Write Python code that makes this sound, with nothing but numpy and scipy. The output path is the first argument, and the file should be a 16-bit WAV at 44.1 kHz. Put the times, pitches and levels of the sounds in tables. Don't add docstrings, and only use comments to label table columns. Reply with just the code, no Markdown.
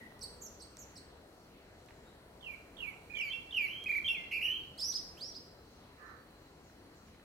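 import sys
import numpy as np
from scipy import signal
from scipy.io import wavfile
from scipy.ndimage import uniform_filter1d

SR = 44100
rng = np.random.default_rng(int(sys.argv[2]) if len(sys.argv) > 2 else 0)


def dump_mix(stems):
    frames = np.atleast_2d(stems).T
    limited = np.clip(frames, -1, 1)
    pcm = np.round(limited * 32767).astype(np.int16)
    wavfile.write(sys.argv[1], SR, pcm)


N = 319284
TIME = np.arange(N) / SR
CUTOFF_HZ = 15850


def from_db(db):
    return 10 ** (np.asarray(db) / 20)


def rms_one(x):
    return x / np.sqrt(np.mean(x ** 2) + 1e-20)


def in_time(rows, at=TIME):
    s, *columns = np.transpose(rows)
    return [np.interp(at, s, column) for column in columns]


def at_hz(points, hz):
    known_hz, values = np.transpose(points)
    return np.interp(np.log(hz), np.log(known_hz), values)


def panned(pan_db):
    return from_db(np.array([[.5], [-.5]]) * pan_db)


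def resonate(x, hz, width_hz):
    r = np.exp(-np.pi * width_hz / SR)
    zeros = np.array([1, 0, -1]) * (1 - r * r) / 2
    poles = [1, -2 * r * np.cos(2 * np.pi * hz / SR), r * r]
    return signal.lfilter(zeros, poles, x + 1e-18)


def waver(t, per_s):
    knots = rng.standard_normal(4096)
    return np.interp((t - t[0]) * per_s, np.arange(len(knots)), knots)


def scatter(x, t60, first_s, echoes_per_s):
    t = TIME[:SR]
    echoes = rng.standard_normal((2, SR)) * (rng.random((2, SR)) < echoes_per_s / SR)
    echoes *= from_db(-60 * t / t60) * np.clip(t / first_s - 1, 0, 1)
    echoes /= np.sqrt(np.sum(echoes ** 2, axis=1, keepdims=True) + 1e-20)
    return signal.fftconvolve(x[None], echoes, axes=1)[:, :N]


# time in seconds, left minus right level of the song in dB
HEAD_TURN = [(1.0, -4), (2.45, -8), (3.14, -12), (3.23, -3.5), (3.6, -4.5), (4.1, -4), (5.4, -3.5)]
LAG_MS_PER_DB, LAG_FROM_DB, LAG_MAX_MS = 1, -5, .12
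WOOD_T60_S, LEAVES_T60_S = 0.6, 0.1


def thrush():
    low = from_db(-2.08) * (slurs() + trills() + warble() + whistles())
    high = from_db(-3.5) * (chips() + twitter())
    song = low + high
    pan_db, = in_time(HEAD_TURN)
    lag_ms = np.clip(LAG_MS_PER_DB * (LAG_FROM_DB - pan_db), 0, LAG_MAX_MS)
    left_ear = np.interp(TIME - lag_ms / 1000, TIME, song)
    direct = np.array([left_ear, song]) * panned(pan_db)
    to_leaves = from_db(-13) * low + from_db(-9) * high
    to_wood = from_db(-4) * low + from_db(-2.5) * high
    leaves = scatter(to_leaves, LEAVES_T60_S, first_s=.003, echoes_per_s=900)
    wood = scatter(to_wood, WOOD_T60_S, first_s=0.0047, echoes_per_s=1500)
    return direct + leaves * panned(3.1 * pan_db) + wood * panned(0.48 * pan_db)


# time in seconds, gape in dB.
BEAK_GAPE = [(.2, 2), (2.9, -8), (3.15, 13.5), (3.6, 2.5), (4.35, 6.5), (5.4, -15)]


def syrinx(at, hz, level, leak, overtone_db, jitter, rasp_db=-48.0, slope_db=0.0,
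           shimmer_db=0.88, mistuned_db=30.0, flicker_db=3.5):
    t = at / SR
    gape_db, = in_time(BEAK_GAPE, t)
    octaves_under = np.clip(np.log2(np.median(hz) / hz), 0, .5)
    overtone_db = overtone_db + mistuned_db * octaves_under
    phase = 2 * np.pi * np.cumsum(hz * (1 + jitter * waver(t, 607))) / SR
    rasp = resonate(rng.standard_normal(SR), hz=5960, width_hz=2800)[:len(at)]
    tone = np.sin(phase) + from_db(rasp_db) * rasp
    for k in range(2, 7):
        colour_db = at_hz(leak, k * hz) + slope_db * (k - 2) + gape_db * (k < 4)
        colour_db = colour_db + flicker_db * waver(t, 447.6)
        below_cutoff = k * hz < CUTOFF_HZ
        tone += from_db(overtone_db + colour_db) * below_cutoff * np.sin(k * phase)
    out = np.zeros(N)
    out[at] = np.sqrt(2) * level * from_db(shimmer_db * waver(t, 900)) * tone
    return out


def contour(rows, edge_s=0.0046):
    s, *columns = np.transpose(rows)
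    first = max(int((s[0] - edge_s / 2) * SR), 0)
    last = min(int((s[-1] + edge_s / 2) * SR), N)
    at = np.arange(first, last)
    age = (at - at[0]) / SR
    to_edge = np.minimum(age, age[-1] - age)
    gate = np.sin(np.pi / 2 * np.clip(to_edge / edge_s, 0, 1)) ** 2
    return at, age, gate, *[uniform_filter1d(np.interp(at / SR, s, c), size=150) for c in columns]


def syllables(shape, renditions):
    t, hz, db = np.transpose(shape)
    place = (t - t[0]) / (t[-1] - t[0]) - .5
    sung = []
    for s, level_db, ratio, stretch, swell_db in renditions:
        sung.append(np.transpose([s + stretch * t, ratio * hz, level_db + db + swell_db * place]))
    return sung


def plain_notes(notes, leak, **timbre):
    out = 0
    for rows in notes:
        at, age, gate, hz, db = contour(rows)
        out = out + syrinx(at, hz, gate * from_db(db), leak, **timbre)
    return out


# seconds from the crest, pitch in Hz, relative level in dB.
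LOW_CHIP_SHAPE = [(-.010, 3800, -28), (-.005, 4510, -11), (0, 6120, -7), (.007, 4780, -1),
                  (.016, 3860, -11.5), (.027, 4550, -0.5), (.039, 4470, -13)]
# crest in seconds, relative level in dB, pitch ratio, time stretch, swell in dB.
LOW_CHIP_TIMES = [(0.216, -39.5, 1.005, 0.98, 3), (.604, -48, 1.0, 1.04, -2), (.962, -48.5, .99, .9, -7)]
# seconds from the crest, pitch in Hz, relative level in dB.
HIGH_CHIP_SHAPE = [(-.014, 5700, -16), (-.006, 6910, -10), (0, 7480, 3.5), (.007, 5980, -7.5),
                   (.019, 6800, -4.5), (.032, 6450, -4), (.045, 5480, -5)]
# crest in seconds, relative level in dB, pitch ratio, time stretch, swell in dB.
HIGH_CHIP_TIMES = [(.423, -43.5, .995, 1.02, 2), (.791, -47.5, 1.01, 0.88, 4)]
# frequency in Hz, gain in dB.
CHIP_COLOUR = [(6800, -4), (8000, 11), (9000, -6.5), (10500, -17), (13000, -4.5), (15500, -25)]


def chips():
    notes = syllables(LOW_CHIP_SHAPE, LOW_CHIP_TIMES) + syllables(HIGH_CHIP_SHAPE, HIGH_CHIP_TIMES)
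    return plain_notes(notes, CHIP_COLOUR, overtone_db=-6.5, jitter=0.0043, rasp_db=-23, slope_db=-9,
                       mistuned_db=14)


# frequency in Hz, gain in dB.
SONG_COLOUR = [(3800, 14.5), (4600, -3), (6000, -1.5), (7300, -12), (9600, -14.5), (11400, 6.5),
               (12300, -4), (13200, -2), (14300, -6), (15500, -9)]
# seconds from its start, pitch in Hz, relative level in dB.
SLUR_SHAPE = [(0, 3325, -2.5), (.041, 2947, 3.5), (.051, 2908, -8), (.062, 2756, 3), (.084, 2416, -4.5),
              (.11, 2307, -5), (.143, 2240, -9), (.162, 1997, -21.5)]
# start in seconds, relative level in dB, pitch ratio, time stretch, swell in dB.
SLUR_TIMES = [(2.409, -40, 1.023, 0.89, 0), (2.768, -39, .992, 0.98, -7.5), (3.151, -33.5, 1.0, .975, -6),
              (3.508, -27.5, 1.011, 1.025, -0.5)]
SLUR_PURITY = 0.39


def slurs(hooks_per_s=51, swing_hz=220, stutter_s=0.079, dip_db=7.0, mid_db=-34, mid_overtone_db=-30):
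    out = 0
    for rows in syllables(SLUR_SHAPE, SLUR_TIMES):
        at, age, gate, hz, db = contour(rows, edge_s=0.0055)
        stutter = np.clip(1.27 * (1 - age / stutter_s), 0, 1)
        turn = 2 * np.pi * hooks_per_s * age
        hz = hz * (1 + 0.0347 * stutter * waver(age, 354))
        hooked_hz = hz - swing_hz * stutter * np.cos(turn)
        level = gate * from_db(db + dip_db * stutter * (np.sin(turn) - 3.0))
        overtone_db = mid_overtone_db - SLUR_PURITY * (db.max() - mid_db)
        out = out + syrinx(at, hooked_hz, level, SONG_COLOUR, overtone_db, jitter=0.0052,
                           rasp_db=-37, slope_db=-1.0)
    return out


SLIDE_POWER = 3.64
EFFORT_DB_PER_OCTAVE = 35


def whistle(s, length, start_hz, held_hz, end_hz, db, swell_db, overtone_db):
    place = np.linspace(-1, 1, 41)
    outer_hz = np.where(place < 0, start_hz, end_hz)
    hz = held_hz + (outer_hz - held_hz) * np.abs(place) ** SLIDE_POWER
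    level_db = db + swell_db * place / 2 + EFFORT_DB_PER_OCTAVE * np.log2(hz / held_hz)
    note = np.transpose([s + length * (place + 1) / 2, hz, level_db])
    return plain_notes([note], SONG_COLOUR, overtone_db=overtone_db, jitter=0.0029, rasp_db=-32.5)


# start in seconds, length in seconds, start pitch in Hz, held pitch in Hz,
# end pitch in Hz, relative level in dB, swell in dB, relative overtone level in dB.
WHISTLE_NOTES = [ (3.098, 0.032, 2270, 2485, 2250, -50, 0, -44),
                 (3.138, 0.023, 2380, 2400, 2230, -43.5, 1, -43),
                 (3.169, 0.022, 2310, 2346, 2250, -38.5, -7, -38),
                 (3.198, 0.02, 2290, 2323, 2246, -35, 2, -45),
                 (3.286, 0.034, 3060, 3100, 3190, -43.5, 13, -40),
                 (3.322, 0.015, 3310, 3386, 3280, -41.5, -4, -34),
                 (3.334, 0.062, 2720, 2722, 2730, -41, -12, -42),
                 (4.044, .027, 3130, 3190, 3020, -33, 10, -37),
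                 (4.075, .012, 3000, 3416, 3130, -30.5, 8, -34),
                 (4.086, 0.021, 2835, 2756, 2720, -30.5, -2, -33),
                 (4.105, .038, 2695, 2715, 2840, -35, -10, -33),
                 (4.146, 0.13, 2680, 2095, 2060, -49.5, -9, -41),
                 (4.445, 0.068, 1950, 1840, 1790, -62, 6, -45)]


def whistles():
    return sum(whistle(*row) for row in WHISTLE_NOTES)


# start in seconds, length in seconds, top in Hz, relative level in dB.
WARBLE_ARCHES = [(3.859, .028, 2530, -33.5), (3.891, 0.028, 2391, -30), (3.923, 0.033, 2384, -31.5),
                 (3.956, 0.03, 2320, -30.5)]
WARBLE_START_HZ, WARBLE_END_HZ, WARBLE_OVERTONE_DB = 2137, 1865, -37


def warble():
    return sum(whistle(s, length, WARBLE_START_HZ, top_hz, WARBLE_END_HZ, db, 0, WARBLE_OVERTONE_DB)
               for s, length, top_hz, db in WARBLE_ARCHES)


TRILL_ATTACK_S, TRILL_ATTACK_DB, TRILL_RELEASE_DB = 0.018, 5, 6.5
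TRILL_GLIDE_S, TRILL_SAG_S = 0.037, 0.0116


def trill_course(s, length, start_hz, goal_hz, sag_hz, swing_hz, calm_s, db, release_s):
    age = np.linspace(0, length, 60)
    left = length - age
    glide_hz = goal_hz + (start_hz - goal_hz) * np.exp(-age / TRILL_GLIDE_S)
    hz = glide_hz - sag_hz * np.clip(1 - left / TRILL_SAG_S, 0, 1)
    attack_db = TRILL_ATTACK_DB * np.clip(1 - age / TRILL_ATTACK_S, 0, 1)
    release_db = TRILL_RELEASE_DB * np.clip(1 - left / release_s, 0, 1)
    return np.transpose([s + age, hz, db - attack_db - release_db, swing_hz * np.exp(-age / calm_s)])


# start in seconds, length in seconds, start pitch in Hz, goal pitch in Hz,
# final sag in Hz, initial pitch swing in Hz, its decay in seconds, relative level in dB, release in seconds.
TRILL_NOTES = [ (3.672, 0.18, 2376, 3230, 3, 320, 0.059, -42.5, 0.075),
               (4.313, 0.075, 2430, 2533, 330, 425, 0.059, -31, 0.013),
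               (4.393, 0.026, 2573, 1845, 102, 170, 0.062, -38, 0.0086),
               (4.414, .065, 2411, 3118, 654, 400, 0.024, -28.5, 0.013),
               (4.475, 0.0566, 2793, 3113, 0, 151, 0.044, -30, .003),
               (4.531, 0.07, 3115, 3180, 0, 30, 0.052, -38.5, .035)]


def trills(swings_per_s=80, throb_db=1.5):
    out = 0
    for row in TRILL_NOTES:
        at, age, gate, hz, db, swing_hz = contour(trill_course(*row))
        pace = swings_per_s * (1 + .16 * waver(age, 120))
        swing = -np.cos(2 * np.pi * np.cumsum(pace) / SR)
        level = gate * from_db(db - 3 + throb_db * swing)
        swung_hz = hz + swing_hz * swing * from_db(2 * waver(age, 89.0))
        out = out + syrinx(at, swung_hz, level, SONG_COLOUR, overtone_db=-33, jitter=0.011,
                           rasp_db=-43, shimmer_db=0.04)
    return out


# seconds from its start, pitch in Hz, relative level in dB.
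UPSWEEP_SHAPE = [(0, 3960, -10.5), (.011, 5000, -2.5), (.021, 5300, 1.5), (.031, 5430, 0)]
# start in seconds, relative level in dB, pitch ratio, time stretch, swell in dB.
UPSWEEP_TIMES = [(4.777, -41.5, 0.99, 1.0, 5), (5.170, -58, .61, .9, -22)]
# seconds from its start, pitch in Hz, relative level in dB.
LONG_ARCH_SHAPE = [(0, 3174, -20), (.019, 3670, -18), (.032, 4650, -1), (.052, 5210, 4), (.075, 5690, -1.5),
                   (.093, 5866, -3), (.115, 5870, 1.5), (.129, 5760, -0.5), (.146, 3140, -15)]
# start in seconds, relative level in dB, pitch ratio, time stretch, swell in dB.
LONG_ARCH_TIMES = [(4.784, -36, 1.0, 1.0, -2.5), (5.181, -45, 0.97, 1.03, -13.5)]
# seconds from its start, pitch in Hz, relative level in dB.
SHORT_ARCH_SHAPE = [(0, 3324, -25), (.011, 4400, -8.5), (.021, 5060, -2), (.031, 5223, 2.5),
                    (.039, 4780, -6.5), (.047, 2930, -21)]
# start in seconds, relative level in dB, pitch ratio, time stretch, swell in dB.
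SHORT_ARCH_TIMES = [(4.931, -33, 1.0, 0.97, 2), (5.340, -43.5, 0.98, .99, -9)]
# frequency in Hz, gain in dB.
TWITTER_COLOUR = [(6300, 1), (8500, 6), (10300, -11), (11700, 2.5), (12600, -8), (14500, -14), (15500, -20)]


def twitter():
    notes = syllables(UPSWEEP_SHAPE, UPSWEEP_TIMES)
    notes += syllables(LONG_ARCH_SHAPE, LONG_ARCH_TIMES)
    notes += syllables(SHORT_ARCH_SHAPE, SHORT_ARCH_TIMES)
    return plain_notes(notes, TWITTER_COLOUR, overtone_db=-17.0, jitter=0.0018, rasp_db=-18.0)


# start in seconds, length in seconds, start pitch in Hz, end pitch in Hz,
# relative level in dB.
CHIRP_NOTES = [(0.0, 0.011, 1880, 1945, -48.5), (1.93, .14, 7040, 7600, -82),
               (2.04, 0.046, 3590, 3990, -75), (5.70, 0.05, 7070, 5040, -76.5),
               (6.03, 0.053, 7000, 4760, -79), (6.623, 0.056, 7530, 5160, -76),
               (6.936, 0.039, 7750, 5660, -75), (7.044, 0.034, 7200, 4780, -74.5)]
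# time in seconds, mean pulses per second, level in dB.
CAW_COURSE = [(5.97, 238.3, -59), (6.03, 286.9, -53.5), (6.07, 304, -54), (6.11, 285.4, -56.5),
              (6.15, 250, -68)]
# frequency in Hz, width of one pass in Hz, relative level in dB.
CAW_RESONANCES = [(1255, 260, 2.8), (1524, 140, 4.9), (1750, 140, 3.9)]


def far_birds():
    chirps = 0
    for s, length, start_hz, end_hz, db in CHIRP_NOTES:
        at, age, gate, hz = contour([(s, start_hz), (s + length, end_hz)])
        chirps = chirps + syrinx(at, hz, gate * from_db(db), SONG_COLOUR, overtone_db=-47, jitter=0.0265)
    at, age, gate, per_s, db = contour(CAW_COURSE)
    cycles = np.floor(np.cumsum(per_s * (1 + 0.17 * waver(age, 300))) / SR)
    pulses = np.diff(cycles, prepend=0)
    cry = 0
    for hz, width, mode_db in CAW_RESONANCES:
        cry = cry + from_db(mode_db) * resonate(resonate(pulses, hz, width), hz, width)
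    caw = np.zeros(N)
    caw[at] = rms_one(cry) * gate * from_db(db)
    far_chirps = from_db(4.5) * scatter(chirps, t60=0.53, first_s=0.00099, echoes_per_s=1400)
    far_caw = scatter(caw, t60=0.55, first_s=0.001, echoes_per_s=1200) * panned(-8.5)
    return far_chirps + far_caw


# start in seconds, relative level in dB, centre in Hz, 60 dB decay of the burst in seconds.
TWIG_TICKS = [(.122, -43, 690, 0.0089), (.193, -51, 7000, .005), (0.7698, -43, 6000, 0.0063),
              (1.861, -60, 7500, 0.0075), (1.886, -57.5, 1880, 0.044), (1.907, -51.5, 1570, 0.017),
              (3.840, -49, 6800, 0.0059), (6.698, -63, 1700, .025), (7.083, -59, 1700, .02),
              (7.147, -58, 1600, .02), (7.197, -59.5, 1600, .02)]


def ticks(body_db=-2.0):
    out = np.zeros(N)
    for s, db, hz, t60 in TWIG_TICKS:
        decay = from_db(-60 * np.clip((TIME - s) / t60, 0, 4))
        burst = rng.standard_normal(N) * (TIME >= s) * decay
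        body = resonate(burst, 0.85 * hz, 0.46 * hz)
        snap = resonate(burst, hz, .5 * hz) + from_db(body_db) * body
        soft = signal.butter(2, min(2 * hz, CUTOFF_HZ), fs=SR, output="sos")
        out += from_db(db) * signal.sosfilt(soft, snap) * np.sqrt(SR / (np.pi * hz))
    scattered = scatter(out, t60=.4, first_s=0.0037, echoes_per_s=2300)
    return out * panned(-6.5) + from_db(-4) * scattered


# frequency in Hz, nominal width in Hz, relative level in dB.
INSECT_BANDS = [(4060, 40, -76), (4454, 47, -77)]
# time in seconds, gain in dB.
INSECT_COURSE = [(0, -5.5), (2.4, -3.5), (5.5, 1), (6.4, -1), (7.2, -3)]


def insects():
    out = 0
    for hz, width, db in INSECT_BANDS:
        noise = rng.standard_normal((2, N))
        shrill = resonate(resonate(noise, hz, 2 * width), hz, 2 * width)
        out = out + from_db(db + 1.5 * waver(TIME, 9.8)) * rms_one(shrill)
    swell_db, = in_time(INSECT_COURSE)
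    return out * from_db(swell_db)


# frequency in Hz, relative level per Hz in dB.
AIR_SPECTRUM = [(25, -16), (40, -3.5), (65, -1.5), (130, -6), (290, -6), (480, -7.5), (650, -11.5),
                (1080, -16), (1700, -19), (2560, -24), (3700, -26.5), (6000, -31.5), (9000, -35),
                (15500, -38.5)]
# frequency in Hz, left-right likeness from 0 to 1.
AIR_LIKENESS = [(60, .999), (130, .98), (290, .93), (640, .68), (1400, .45), (3100, .45), (6800, .15),
                (15000, .05)]
# frequency in Hz, left minus right level in dB.
AIR_LEAN = [(60, 0), (130, .2), (300, 1.7), (640, 3.5), (1400, 2.5), (3100, 0), (15000, 0)]
# time in seconds, gain in dB.
AIR_SWELL = [(0, 1.3), (1.3, -1), (2.5, -0.16), (4, 1), (5.5, -0.5), (7.2, -1.5)]
AIR_DB = -57.5


def air(patchy_db=1.7):
    out, edges = 0, np.geomspace(22, 17000, 20)
    white = rng.standard_normal((2, 2, N))
    for k, (low, high) in enumerate(zip(edges, edges[1:])):
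        band = signal.butter(2, [low, high], "band", fs=SR, output="sos")
        mid, side = signal.sosfilt(band, white[k % 2])
        hz = np.sqrt(low * high)
        alike = at_hz(AIR_LIKENESS, hz)
        level = from_db(at_hz(AIR_SPECTRUM, hz) + patchy_db * waver(TIME, 7))
        spread = np.sqrt((1 - alike) / (1 + alike)) * side * [[1], [-1]]
        out = out + level * panned(at_hz(AIR_LEAN, hz)) * (mid + spread)
    out = np.array([out[0], np.roll(out[1], 6)])
    swell_db, = in_time(AIR_SWELL)
    return from_db(AIR_DB + swell_db) * out / np.std(out.mean(axis=0))


def scene():
    return thrush() + far_birds() + ticks() + insects() + air()


def record(dry):
    steep = signal.ellip(12, .1, 80, CUTOFF_HZ, fs=SR, output="sos")
    return signal.sosfilt(steep, dry)


dry = scene()
out = record(dry)
dump_mix(out)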